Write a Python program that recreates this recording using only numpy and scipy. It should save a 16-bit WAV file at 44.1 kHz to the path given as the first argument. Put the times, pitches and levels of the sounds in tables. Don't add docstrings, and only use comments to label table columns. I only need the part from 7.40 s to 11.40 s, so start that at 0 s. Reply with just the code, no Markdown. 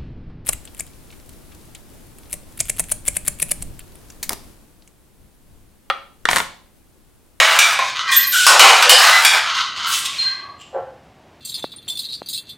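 import sys
import numpy as np
from scipy import signal
from scipy.fft import rfft, irfft
from scipy.io import wavfile
from scipy.ndimage import uniform_filter1d

SR = 44100
rng = np.random.default_rng(int(sys.argv[2]) if len(sys.argv) > 2 else 0)


def transcribe(u):
    v = np.clip(np.atleast_2d(u).T, -1, 1)
    q = np.round(v * 32767).astype(np.int16)
    wavfile.write(sys.argv[1], SR, q)


N = 176400
EVENT_N = 44100
T = np.arange(EVENT_N) / SR
HZ = np.maximum(np.fft.rfftfreq(EVENT_N, 1 / SR), 1)
SCENE_HZ = np.maximum(np.fft.rfftfreq(N, 1 / SR), 1)
CONTACTS_PER_S, SLIPS_PER_S = 1500, 780


def from_db(db):
    return 10 ** (np.asarray(db) / 20)


def unit(x):
    return x / np.sqrt(np.sum(x ** 2) + 1e-20)


def at_hz(points, hz):
    f, value = np.transpose(points)
    return np.interp(np.log(hz), np.log(f), value)


def resonances(modes):
    power = sum(from_db(db) ** 2 / (1 + ((HZ ** 2 - hz ** 2) / (HZ * width_hz)) ** 2) ** 2
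                for hz, width_hz, db in modes)
    return 10 * np.log10(power + 1e-9)


def colour(x, response_db, tilt_db_oct=0):
    tilt_db = tilt_db_oct * np.log2(np.maximum(HZ, 200) / 2000)
    cepstrum = irfft(np.log(from_db(response_db + tilt_db)))
    cepstrum[1:EVENT_N // 2] *= 2
    cepstrum[EVENT_N // 2 + 1:] = 0
    return irfft(rfft(x) * np.exp(rfft(cepstrum)))


def grains(rate_per_s, spread_db=3):
    sizes = from_db(spread_db * np.minimum(rng.exponential(1, EVENT_N), 4))
    signs = rng.choice([-1, 1], EVENT_N)
    hits = rng.random(EVENT_N) < rate_per_s / SR
    return unit(sizes * signs * hits) * np.sqrt(EVENT_N)


def stroke(length_s, attack_s, release_s):
    swell = np.sin(np.pi / 2 * np.minimum(T / attack_s, 1)) ** 2
    return swell * np.exp(-np.maximum(T - length_s, 0) / release_s)


def room_tail(build_up_s=0.0044):
    # f/Hz, T60/s
    t60 = [(250, 0.28), (1000, 0.53), (3000, 0.74), (8000, 0.43), (15000, 0.053)]
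    octaves_hz = np.geomspace(125, 16000, 8)
    white = rfft(rng.standard_normal(EVENT_N))
    tail = np.zeros(EVENT_N)
    for hz in octaves_hz:
        band = np.interp(np.log(HZ), np.log(octaves_hz), octaves_hz == hz)
        tail += irfft(white * band) * from_db(-60 * T / at_hz(t60, hz))
    return unit(tail * np.minimum(T / build_up_s, 1))


def add(out, t_s, db, sound, room_db):
    reverb = signal.fftconvolve(sound, room_tail())[:EVENT_N]
    heard = unit(sound) + from_db(room_db) * unit(reverb)
    heard *= from_db(db) / np.sqrt(uniform_filter1d(heard ** 2, size=1100).max() + 1e-20)
    start = int(t_s * SR)
    first, last = max(start, 0), min(start + EVENT_N, N)
    out[first:last] += heard[first - start:last - start]


def friction(strokes, body_db, rate_per_s, attack_s=0.018, detune=0.015):
    out = np.zeros(N)
    for t_s, length_s, db, tilt_db_oct in strokes:
        shifted_db = np.interp(HZ * (1 + detune * rng.standard_normal()), HZ, body_db)
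        force = grains(rate_per_s) * stroke(length_s, attack_s, release_s=0.0073)
        add(out, t_s, db, colour(force, shifted_db, tilt_db_oct), room_db=3)
    return out


def frame_rumbles():
    # t/s, length/s, level/dB, tilt/(dB/oct)
    strokes = [(-.03, 0.2, -14.5, 4.5), (.2, 0.14, -18, 5.5), (1.085, 0.24, -13.5, -3.5),
               (1.22, 0.039, -9.5, -1.5), (1.32, 0.086, -23, -5), (1.57, 0.13, -8.5, 5.5),
               (1.7, 0.14, -15, 5.5), (1.9, 0.076, -15.5, 4)]
    # f/Hz, level/dB
    frame = [(150, -43.5), (280, -14.5), (420, -6), (750, 7.5), (1400, 7.5), (2500, -3.5), (5000, -13.5),
             (15500, -34)]
    return friction(strokes, at_hz(frame, HZ), CONTACTS_PER_S)


def room_tone(rms_db=-38):
    # f/Hz, level/dB
    air = [(25, -5.5), (90, 15), (200, 9.5), (450, -13.5), (700, -7), (1300, -19), (2800, -22.5),
           (15500, -45.5)]
    spectrum = rfft(rng.standard_normal(N)) * from_db(at_hz(air, SCENE_HZ))
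    return from_db(rms_db) * np.sqrt(N) * unit(irfft(spectrum, N))


def wood_knocks(crack_s=0.0039, chatter_db=-14.5, ring_width_share=0.15):
    # t/s, level/dB, tilt/(dB/oct), chatter decay/s, ring f/Hz, ring level/dB
    blows = [(.001, -7.5, -3, 0.034, 1660, -33.5), (0.189, -7, 3, 0.0047, 2345, -6),
             (0.3903, -14.5, -5, 0.009, 1045, -1), (1.0662, -4.5, 1, 0.07, 1490, -9),
             (1.1943, -2, -0.5, 0.11, 2450, -20), (1.4248, -8.5, 0, 0.0034, 1480, -7.5),
             (1.4945, -1.5, 3, 0.014, 3040, -10), (1.8494, -6.5, 2.5, 0.004, 2350, -7)]
    # f/Hz, level/dB
    wood = [(150, -65.5), (350, -30.5), (600, -13), (1100, -1.5), (2700, -1), (8000, -9.5), (15500, -20.5)]
    out = np.zeros(N)
    for t_s, db, tilt_db_oct, chatter_s, ring_hz, ring_db in blows:
        crack = rng.standard_normal(EVENT_N) * np.exp(-T / crack_s)
        chatter = from_db(chatter_db) * grains(CONTACTS_PER_S) * np.exp(-T / chatter_s)
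        force = crack + chatter
        body = colour(force, at_hz(wood, HZ), tilt_db_oct)
        ring = colour(force, resonances([(ring_hz, ring_width_share * ring_hz, 0)]))
        add(out, t_s, db, unit(body) + from_db(ring_db) * unit(ring), room_db=4.5)
    return out


def cord_rubs():
    # t/s, length/s, level/dB, tilt/(dB/oct)
    strokes = [(.4, 0.1, -29, 2), (.545, 0.07, -21.5, -3), (2.02, 0.17, -21, -4), (2.135, 0.084, -20.5, -2),
               (2.345, 0.1, -25.5, -3.5), (2.42, 0.11, -22, -3.5)]
    # f/Hz, width/Hz, level/dB
    modes = [(1089, 200, -7.5), (1313, 170, -3), (1517, 90, -5), (1995, 250, -8.5), (2980, 490, -6.5),
             (3860, 2400, -8), (6350, 900, -13.5)]
    return friction(strokes, resonances(modes), SLIPS_PER_S)


def pivot_creaks():
    # t/s, length/s, level/dB, tilt/(dB/oct)
    strokes = [(.648, 0.084, -16, 1), (.765, 0.087, -21.5, 8), (2.622, 0.026, -35, -14.5),
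               (2.795, 0.147, -33.5, -0.5), (2.975, 0.13, -36, -24)]
    # f/Hz, width/Hz, level/dB
    modes = [(1105, 110, 0), (1608, 90, -2), (1920, 110, -7), (1992, 130, 0.5), (2480, 130, -7),
             (3190, 170, -9.5), (4110, 130, -11), (4600, 2200, -21.5)]
    return friction(strokes, resonances(modes), SLIPS_PER_S, attack_s=0.04)


def warp_swishes():
    # t/s, length/s, level/dB, tilt/(dB/oct)
    strokes = [(.705, 0.048, -18.5, 10), (.91, 0.15, -17, 7.5), (2.455, 0.14, -24.5, 22),
               (2.508, 0.045, -20, 6), (2.64, 0.02, -23, 6), (2.71, 0.13, -31, 2)]
    # f/Hz, level/dB
    threads = [(300, -19.5), (1400, -8.5), (3000, 2), (5000, -8.5), (8500, -14), (11500, -26.5),
               (15500, -32)]
    return friction(strokes, at_hz(threads, HZ), rate_per_s=7800)


def squeaks_and_shuttle_ring(flutter_db=2, octave_db=-7.5, octave_top_hz=5000):
    # t/s, length/s, level/dB, f/Hz, RMS pitch waver/fraction, fade/s
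    tones = [(.705, .04, -22.5, 1840, 0.014, 0.09), (0.71, 0.027, -21, 3416, .006, 0.052),
             (0.754, 0.03, -8, 13330, 0.0015, .032), (0.855, 0.017, -19.5, 13260, 0.003, 0.067),
             (.922, 0.06, -16, 1478, 0.031, .15), (1.508, 0.099, -17.5, 4990, 0.022, 0.036),
             (1.715, 0.08, -14, 2019, 0.0012, 0.038), (2.776, 0.11, -18, 4175, 0.0072, 0.049),
             (2.845, .06, -35.5, 1570, .02, 0.063)]
    out = np.zeros(N)
    for t_s, length_s, db, hz, roughness, fade_s in tones:
        slow_noise = uniform_filter1d(rng.standard_normal((2, EVENT_N)), size=180)
        waver, flutter = (unit(row) * np.sqrt(EVENT_N) for row in slow_noise)
        phase = 2 * np.pi * np.cumsum(hz * (1 + roughness * waver)) / SR
        tone = np.sin(phase) + from_db(octave_db) * np.sin(2 * phase) * (2 * hz < octave_top_hz)
        envelope = from_db(flutter_db * flutter) * stroke(length_s, attack_s=0.022, release_s=fade_s)
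        add(out, t_s, db, tone * envelope, room_db=-11)
    return out


def wood_clunks():
    # t/s, length/s, level/dB, tilt/(dB/oct)
    strokes = [(1.44, 0.032, -21, -4), (1.487, 0.04, -11.5, 9), (3.32, 0.067, -22.5, -6.5)]
    # f/Hz, width/Hz, level/dB
    modes = [(517.6, 74, -3), (665, 440, -11.5), (768, 100, -4), (1090, 110, -16), (1500, 600, -19.5)]
    return friction(strokes, resonances(modes), SLIPS_PER_S, attack_s=0.04)


def rod_clack():
    # t/s, length/s, level/dB, tilt/(dB/oct)
    strokes = [(3.172, 0.049, -42.5, -1)]
    # f/Hz, width/Hz, level/dB
    modes = [(2890, 540, -6), (4530, 5000, -25), (7300, 530, -13)]
    return friction(strokes, resonances(modes), SLIPS_PER_S, attack_s=0.04)


def scene():
    loom = (frame_rumbles() + wood_knocks() + cord_rubs() + pivot_creaks()
            + warp_swishes() + squeaks_and_shuttle_ring() + wood_clunks() + rod_clack())
    return np.tile(loom + room_tone(), (2, 1))


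def record(dry):
    # f/Hz, gain/dB
    bass_cut = [(200, -16), (380, 1)]
    ceiling, cutoff_hz = 0.9, 16000
    clipped = dry / (1 + (dry / ceiling) ** 4) ** (1 / 4)
    thinned = irfft(rfft(clipped) * from_db(at_hz(bass_cut, SCENE_HZ)), N)
    lowpass = signal.ellip(8, 0.05, 50, cutoff_hz, fs=SR, output="sos")
    return signal.sosfiltfilt(lowpass, thinned)


dry = scene()
out = record(dry)
transcribe(out)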